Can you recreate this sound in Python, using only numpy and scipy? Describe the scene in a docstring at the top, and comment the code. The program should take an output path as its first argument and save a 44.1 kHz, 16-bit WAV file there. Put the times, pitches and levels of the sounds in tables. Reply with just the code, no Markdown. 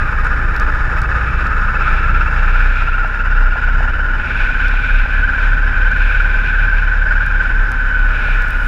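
"""A motorcycle on a wet road, taken by one microphone in a closed housing fixed to the bike. From the start the
frame shakes hard: crank orders throb in the mount, gear teeth whine, road buzz and fluctuating tyre spray ring
the housing, fine mist hisses, wind rumbles underneath and drops tick on the shell. Engine speed climbs from
about one second; the shaking eases towards three, as the mount begins to knock. The chain hum stands out around
four to five seconds; near the end the speed sinks and a high hiss grows."""
import sys
import numpy as np
from scipy import signal
from scipy.fft import rfft, irfft, next_fast_len
from scipy.io import wavfile
from scipy.ndimage import uniform_filter1d

SR = 44100
rng = np.random.default_rng(int(sys.argv[2]) if len(sys.argv) > 2 else 0)


def dump_mix(stems):
    """Bounce the given channels to the path in sys.argv[1] as a 16-bit WAV at rate SR."""
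    frames = np.atleast_2d(stems).T  # one column per channel
    limited = np.clip(frames, -1, 1)  # hard clip at full scale
    pcm = np.round(limited * 32767).astype(np.int16)
    wavfile.write(sys.argv[1], SR, pcm)


N = 382347


def undb(db):
    """Decibels to gain."""
    return 10 ** (np.asarray(db) / 20)


def unit(x):
    """Scale to rms 1."""
    return x / np.sqrt(np.mean(np.abs(x) ** 2))


def noise():
    """White noise for the whole take."""
    return rng.standard_normal(N)


def curves(table):
    """Columns of a table, one value per sample."""
    s, *columns = np.transpose(table)
    return [np.interp(np.arange(N) / SR, s, c) for c in columns]


def band(x, lo_hz, hi_hz, order=2):
    """Butterworth band-pass."""
    return signal.sosfilt(signal.butter(order, [lo_hz, hi_hz], "bandpass", fs=SR, output="sos"), x)


def ring(x, modes):
    """Colour by steep resonances whose powers add."""
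    size = next_fast_len(N)
    f = np.arange(size // 2 + 1) * SR / size + 1e-3  # the offset avoids division by zero
    power = 0
    for hz, width, db in modes:
        detuning = (f - hz * hz / f) / width
        power = power + undb(2 * db) / (1 + detuning ** 2) ** 2
    return irfft(rfft(x, size) * np.sqrt(power), size)[:N]


def walk(rate):
    """Random levels held 1 / rate seconds and slewed twice, scaled to rms 1."""
    hold = int(SR / rate)
    steps = np.repeat(rng.standard_normal(N // hold + 1), hold)
    return unit(uniform_filter1d(uniform_filter1d(steps, hold), hold)[:N])


def even(x):
    """Divide out swells slower than a quarter second."""
    return x / np.sqrt(uniform_filter1d(x ** 2, size=SR // 4) + 1e-12)


def shaken(levels_db, shake):
    """Level between calm and hardest shaking of the frame."""
    calm_db, hardest_db = levels_db
    return calm_db + (hardest_db - calm_db) * shake


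# The ride: (time [s], twice the crank rate before smoothing [Hz], mean crank throb through the mount [dB],
# how hard the frame shakes [0-1])
RIDE = [(0, 56.05, -20, 0.84), (.6, 55.67, -17.5, 0.93), (1.2, 56.83, -22, 1.), (1.8, 58.13, -15.5, 1),
        (2.3, 60.29, -14, 0.94), (2.7, 61.16, -13.5, 0.44), (3.2, 62.97, -14.5, 0), (3.6, 64.44, -13, 0.22),
        (3.79, 64.6, -13.5, 0.58), (4.0, 65.8, -16.5, .25), (4.6, 68.17, -14, 0.2),
        (5.3, 70.05, -13.5, 0.24), (6.1, 70.36, -13.5, 0.29), (6.9, 70.76, -15.5, 0.13),
        (7.4, 69.98, -14.5, 0.24), (8.0, 68.09, -14.5, 0.04), (8.67, 65.5, -13.5, 0.21)]


def ride():
    """Crank turns, second-order rate, throb level and shaking; the flywheel smooths every change of speed."""
    second_hz, throb_db, shake = curves(RIDE)
    second_hz = uniform_filter1d(second_hz, size=SR // 2)
    turns = np.cumsum(second_hz / 2) / SR
    return turns, second_hz, throb_db, shake


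# Other crank orders: (multiple of crank rate, level against UPPER_DB [dB])
CRANK_ORDERS = [(1.498, 7.5), (2.501, 4), (3.001, 2.5), (3.5, -1), (4, -2.5), (4.5, -1.5), (5.498, -3),
                (6.3, -7.5), (7, -8)]
SECOND_DB, UPPER_DB = (-29.5, -20.5), (-45, -35)  # mean level [dB]: (calm, hardest shaking)


def engine(turns, throb_db, shake):
    """The crank shakes the mount at clean orders, each wavering in level at random."""
    out = undb(throb_db + 1.2 * walk(7)) * np.sin(2 * np.pi * turns)
    second_gain = undb(shaken(SECOND_DB, shake) + 1.5 * walk(5))
    out = out + second_gain * np.sin(4 * np.pi * turns + 1.49)
    for multiple, db in CRANK_ORDERS:
        gain = undb(shaken(UPPER_DB, shake) + db + 1.1 * walk(3.0))
        out = out + gain * np.sin(2 * np.pi * (multiple * turns + rng.random()))
    return np.sqrt(2) * out  # levels are rms


CHAIN_ORDER = 7.35  # multiple of crank rate


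def chain(turns, chain_db):
    """The chain hums between the crank orders, as two tones half an order apart."""
    hum = np.sin(2 * np.pi * CHAIN_ORDER * turns)
    hum = hum + 0.41 * np.sin(2 * np.pi * (CHAIN_ORDER + .5) * turns)
    return np.sqrt(2) * undb(chain_db) * hum


# Gear load beats: (multiple of crank rate, depth at full torque ripple [0-1])
LOAD_BEATS = [(.59, .45), (.5, .2), (1.18, .1), (2.0, .18), (2.6, .12), (3.0, .12)]


def gear_load(turns, ripple):
    """Tooth load about its mean swells in step with the shafts and the firing."""
    swing = 0
    for multiple, depth in LOAD_BEATS:
        swing = swing + depth * np.sin(2 * np.pi * (multiple * turns + rng.random()))
    return ripple * swing


def whine(angle, teeth, spread_hz, steady):
    """Tooth rate smeared by backlash: a tone whose phase wanders, with a share of quick random amplitude."""
    chance = noise() + 1j * noise()
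    smear = unit(signal.lfilter([1], [1, -np.exp(-2 * np.pi * spread_hz / SR)], chance))
    smear = smear / np.abs(smear) ** np.clip(steady, 0, 1)  # steady 1 leaves only the phase to wander
    return unit(np.real(smear * np.exp(2j * np.pi * teeth * angle)))


MESH_ORDER = 44.1  # tooth rate as a multiple of crank rate
TWIST = 0.027  # shaft wind-up at double load, before smoothing [turns]
WHINE_DB, WHINE_DB_PER_HZ, CRUISE_HZ = -21.5, 0.3254, 64.7  # whine level at cruise, and its growth with speed
# Housing modes, rung by gears and road: (centre [Hz], width [Hz], level [dB])
HOUSING_MODES = [(494.5, 160, -13.5), (618, 50, -11.5), (851, 192, -10), (1035, 98, -8.5), (1231, 68, -8.5),
                 (1431, 232, 0.5), (1529, 273, -1), (1707, 170, -1), (1945, 200, -14), (2247, 150, -15),
                 (2630, 230, -19.5), (2985, 230, -25.5), (3656, 680, -30.5), (4930, 620, -33.5),
                 (5480, 330, -34.5), (6770, 1100, -41.5), (9400, 1800, -52.5), (12500, 3000, -59.5)]


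def gears(turns, second_hz, swing, load, overtone_db):
    """Gear teeth whine into the housing, louder with load and with engine speed."""
    # the shafts wind up under load, so each swell of the whine chirps upward
    angle = turns - TWIST * uniform_filter1d(swing, size=SR // 70)
    teeth = whine(angle, MESH_ORDER, 22.0, 0.5) * load ** 1.14
    # the overtone speaks mostly while the teeth bear hard
    overtone = whine(angle, 2 * MESH_ORDER, 30.0, 0.19) * load ** 2.06
    teeth = teeth + undb(overtone_db) * overtone
    level_db = WHINE_DB + WHINE_DB_PER_HZ * (second_hz - CRUISE_HZ) + 1.5 * walk(9)
    return even(ring(teeth, HOUSING_MODES)) * undb(level_db)


# Drive train: (time [s], chain hum [dB], torque ripple [0-1], gear overtone against the tooth tone [dB])
DRIVE_TRAIN = [(0, -51, 0.79, -0.5), (2.6, -52.5, 0.97, 1.5), (3.6, -42.5, 0.9, 4.5), (4.5, -42, .8, 1.5),
               (5.6, -42, 0.8, -0.5), (6.3, -54, .75, -3.5), (7.2, -49.5, 0.8, -4), (7.8, -45, .3, 0),
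               (8.67, -46, 0.2, 3)]


def drive_train(turns, second_hz):
    """Chain hum and gear whine, with the tooth load that also works on the road buzz."""
    chain_db, ripple, overtone_db = curves(DRIVE_TRAIN)
    swing = gear_load(turns, ripple)
    load = np.maximum(1 + swing, .05)
    sound = chain(turns, chain_db) + gears(turns, second_hz, swing, load, overtone_db)
    return sound, load


BUZZ_DB = (-30.5, -27.5)  # 1650-1900 Hz level at WET_DB of spray [dB]: (calm, hardest shaking)
WET_DB, BUZZ_PER_SPRAY_DB = -36.5, 0.06  # the buzz gains this many dB for each dB of spray over WET_DB


def road_buzz(load, shake, spray_db):
    """Random road force rings the housing, swelling with tooth load, shaking and spray."""
    force = noise() * load ** 0.34 * undb(1.0 * walk(25))
    buzz = ring(force, HOUSING_MODES)
    buzz = buzz / np.std(band(buzz, 1650, 1900))
    return buzz * undb(shaken(BUZZ_DB, shake) + BUZZ_PER_SPRAY_DB * (spray_db - WET_DB))


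# The same shell as spray from outside excites it: (centre [Hz], width [Hz], level [dB])
SHELL_MODES = [(2402, 456, 18), (2609, 83, -0.5), (3500, 760, -1), (5000, 400, -18), (5490, 350, -18.5),
               (6830, 500, -33)]
# Tyre spray on the housing: (time [s], level [dB])
TYRE_SPRAY = [(0, -40), (1.05, -46), (1.28, -34), (1.7, -45), (1.86, -29), (2.1, -32), (2.28, -36),
              (2.44, -32.5), (2.8, -28), (3.05, -38.5), (3.7, -37.5), (4.05, -44), (4.2, -29), (4.7, -28),
              (5.0, -27.5), (5.25, -33), (5.45, -29), (5.7, -35), (6.05, -29.5), (6.45, -29), (7.1, -35),
              (8.05, -36), (8.22, -28), (8.67, -36)]


def tyre_spray():
    """Fluctuating noise of water rings the shell; its level curve is returned too."""
    spray_db = curves(TYRE_SPRAY)[0]
    spray = unit(ring(noise() * undb(1.64 * walk(22)), SHELL_MODES))
    return spray * undb(spray_db), spray_db


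# High hiss, fine spray at first and rising steeply at the end: (time [s], mean level [dB])
FINE_SPRAY = [(0.0, -66.5), (2.1, -72.5), (3.94, -73.5), (4.61, -70), (6.52, -69.5), (6.9, -74.5),
              (8.11, -67), (8.67, -56)]


def mist():
    """Fine spray hisses as wavering high noise."""
    mist_db = curves(FINE_SPRAY)[0]
    return unit(band(noise(), 5600, 12500)) * undb(mist_db + 1.5 * walk(30))


WIND_DB = (-36.5, -31)  # mean 90-240 Hz level [dB]: (calm, hardest shaking)
# Wind on the housing: (centre [Hz], width [Hz], level [dB])
WIND_BANDS = [(58, 56, 3), (118, 54, -0.5), (218, 150, -12.5), (338, 380, -14)]


def wind(shake):
    """Low rumble of air over the housing, as noise in broad low bands."""
    rumble = ring(noise(), WIND_BANDS)
    rumble = rumble / np.std(band(rumble, 90, 240))
    return rumble * undb(shaken(WIND_DB, shake) + 1.2 * walk(6))


# The mount on its rubber: (centre [Hz], width [Hz], level [dB])
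MOUNT_SWAY = [(30.34, 4.2, 1), (20.8, 7.1, -7)]


def sway():
    """Random force keeps the mount swaying at its low resonances."""
    return unit(ring(noise(), MOUNT_SWAY)) * undb(-19)


# Loud drops on the shell: (time [s], peak of the bright part [dB], duller part against it [dB])
LOUD_DROPS = [(0.2467, -30, -9), (0.2683, -33.5, -3), (0.5645, -28.5, 6), (0.599, -24, 5),
              (0.9901, -34.5, -1), (1.0176, -27, 5), (1.1627, -41.5, 4), (1.3099, -41.5, 5),
              (1.4691, -41.5, 17), (3.0761, -40.5, 0), (3.9005, -43, 0), (4.6833, -32, 7), (5.916, -37, 6),
              (5.9729, -39, -2), (6.212, -40, 3), (7.2639, -29, -8), (7.4342, -38, 3), (7.7183, -24, -3),
              (7.8088, -41.5, 1), (8.1104, -39, -6), (8.4216, -28.5, -5), (8.484, -30, -3),
              (8.5063, -28, -3)]


def drops():
    """Each drop is a decaying noise click, bright and dull; many faint ones fall between the loud ones."""
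    length = 88  # samples, 2 ms
    out = np.zeros(N + length)
    chance = np.c_[rng.random(200), rng.exponential(size=200)]
    faint = [(u * N / SR, -53.5 + 3.4 * min(e, 3.5), -2.0) for u, e in chance]
    bursts = rng.standard_normal((300, length)) * np.exp(-np.arange(length) / 21.0)
    bright = band(bursts, 5100, 11000, order=1)
    bright = bright / np.abs(bright).max(axis=1, keepdims=True)
    dull = band(bursts, 2700, 6500)
    dull = dull / np.abs(dull).max(axis=1, keepdims=True)
    for (s, db, dull_db), tick, tap in zip(faint + list(LOUD_DROPS), bright, dull):
        i = int(s * SR)
        out[i:i + length] += undb(db) * (tick + undb(dull_db) * tap)
    return out[:N]


KNOCK_HZ = 780
# Mount knocks: (time [s], level [dB])
MOUNT_KNOCKS = [(2.819, -22.5), (2.885, -19.5), (2.945, -27), (3.045, -16), (3.556, -16), (3.683, -18),
                (3.805, -13), (3.853, -19), (3.903, -26), (3.953, -24), (3.993, -21), (4.503, -20.5),
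                (4.738, -19.5), (5.057, -18), (8.284, -20)]


def knocks():
    """The mount knocks with about one cycle of a sine under a bell-shaped envelope."""
    out = np.zeros(N)
    t = np.arange(-120, 120) / SR
    knock = np.sin(2 * np.pi * KNOCK_HZ * t) * np.exp(-(t * KNOCK_HZ * 1.1) ** 2)
    for s, db in MOUNT_KNOCKS:
        i = int(s * SR)
        out[i:i + 240] += undb(db) * knock
    return out


def scene():
    """All vibration meets in the housing, at one microphone."""
    turns, second_hz, throb_db, shake = ride()
    crank = engine(turns, throb_db, shake)
    drive, load = drive_train(turns, second_hz)
    spray, spray_db = tyre_spray()
    buzz = road_buzz(load, shake, spray_db)
    rumble = wind(shake) + sway()
    return (crank + drive + buzz + spray + mist() + rumble + drops() + knocks())[None]


def record(dry):
    """The microphone rounds the loudest peaks; the recorder cuts the top above 15.2 kHz."""
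    rounded = np.tanh(0.71 * dry) / 0.7
    top_cut = signal.ellip(8, .2, 70, 15200, fs=SR, output="sos")
    return signal.sosfilt(top_cut, rounded)


dry = scene()
out = record(dry)
dump_mix(out)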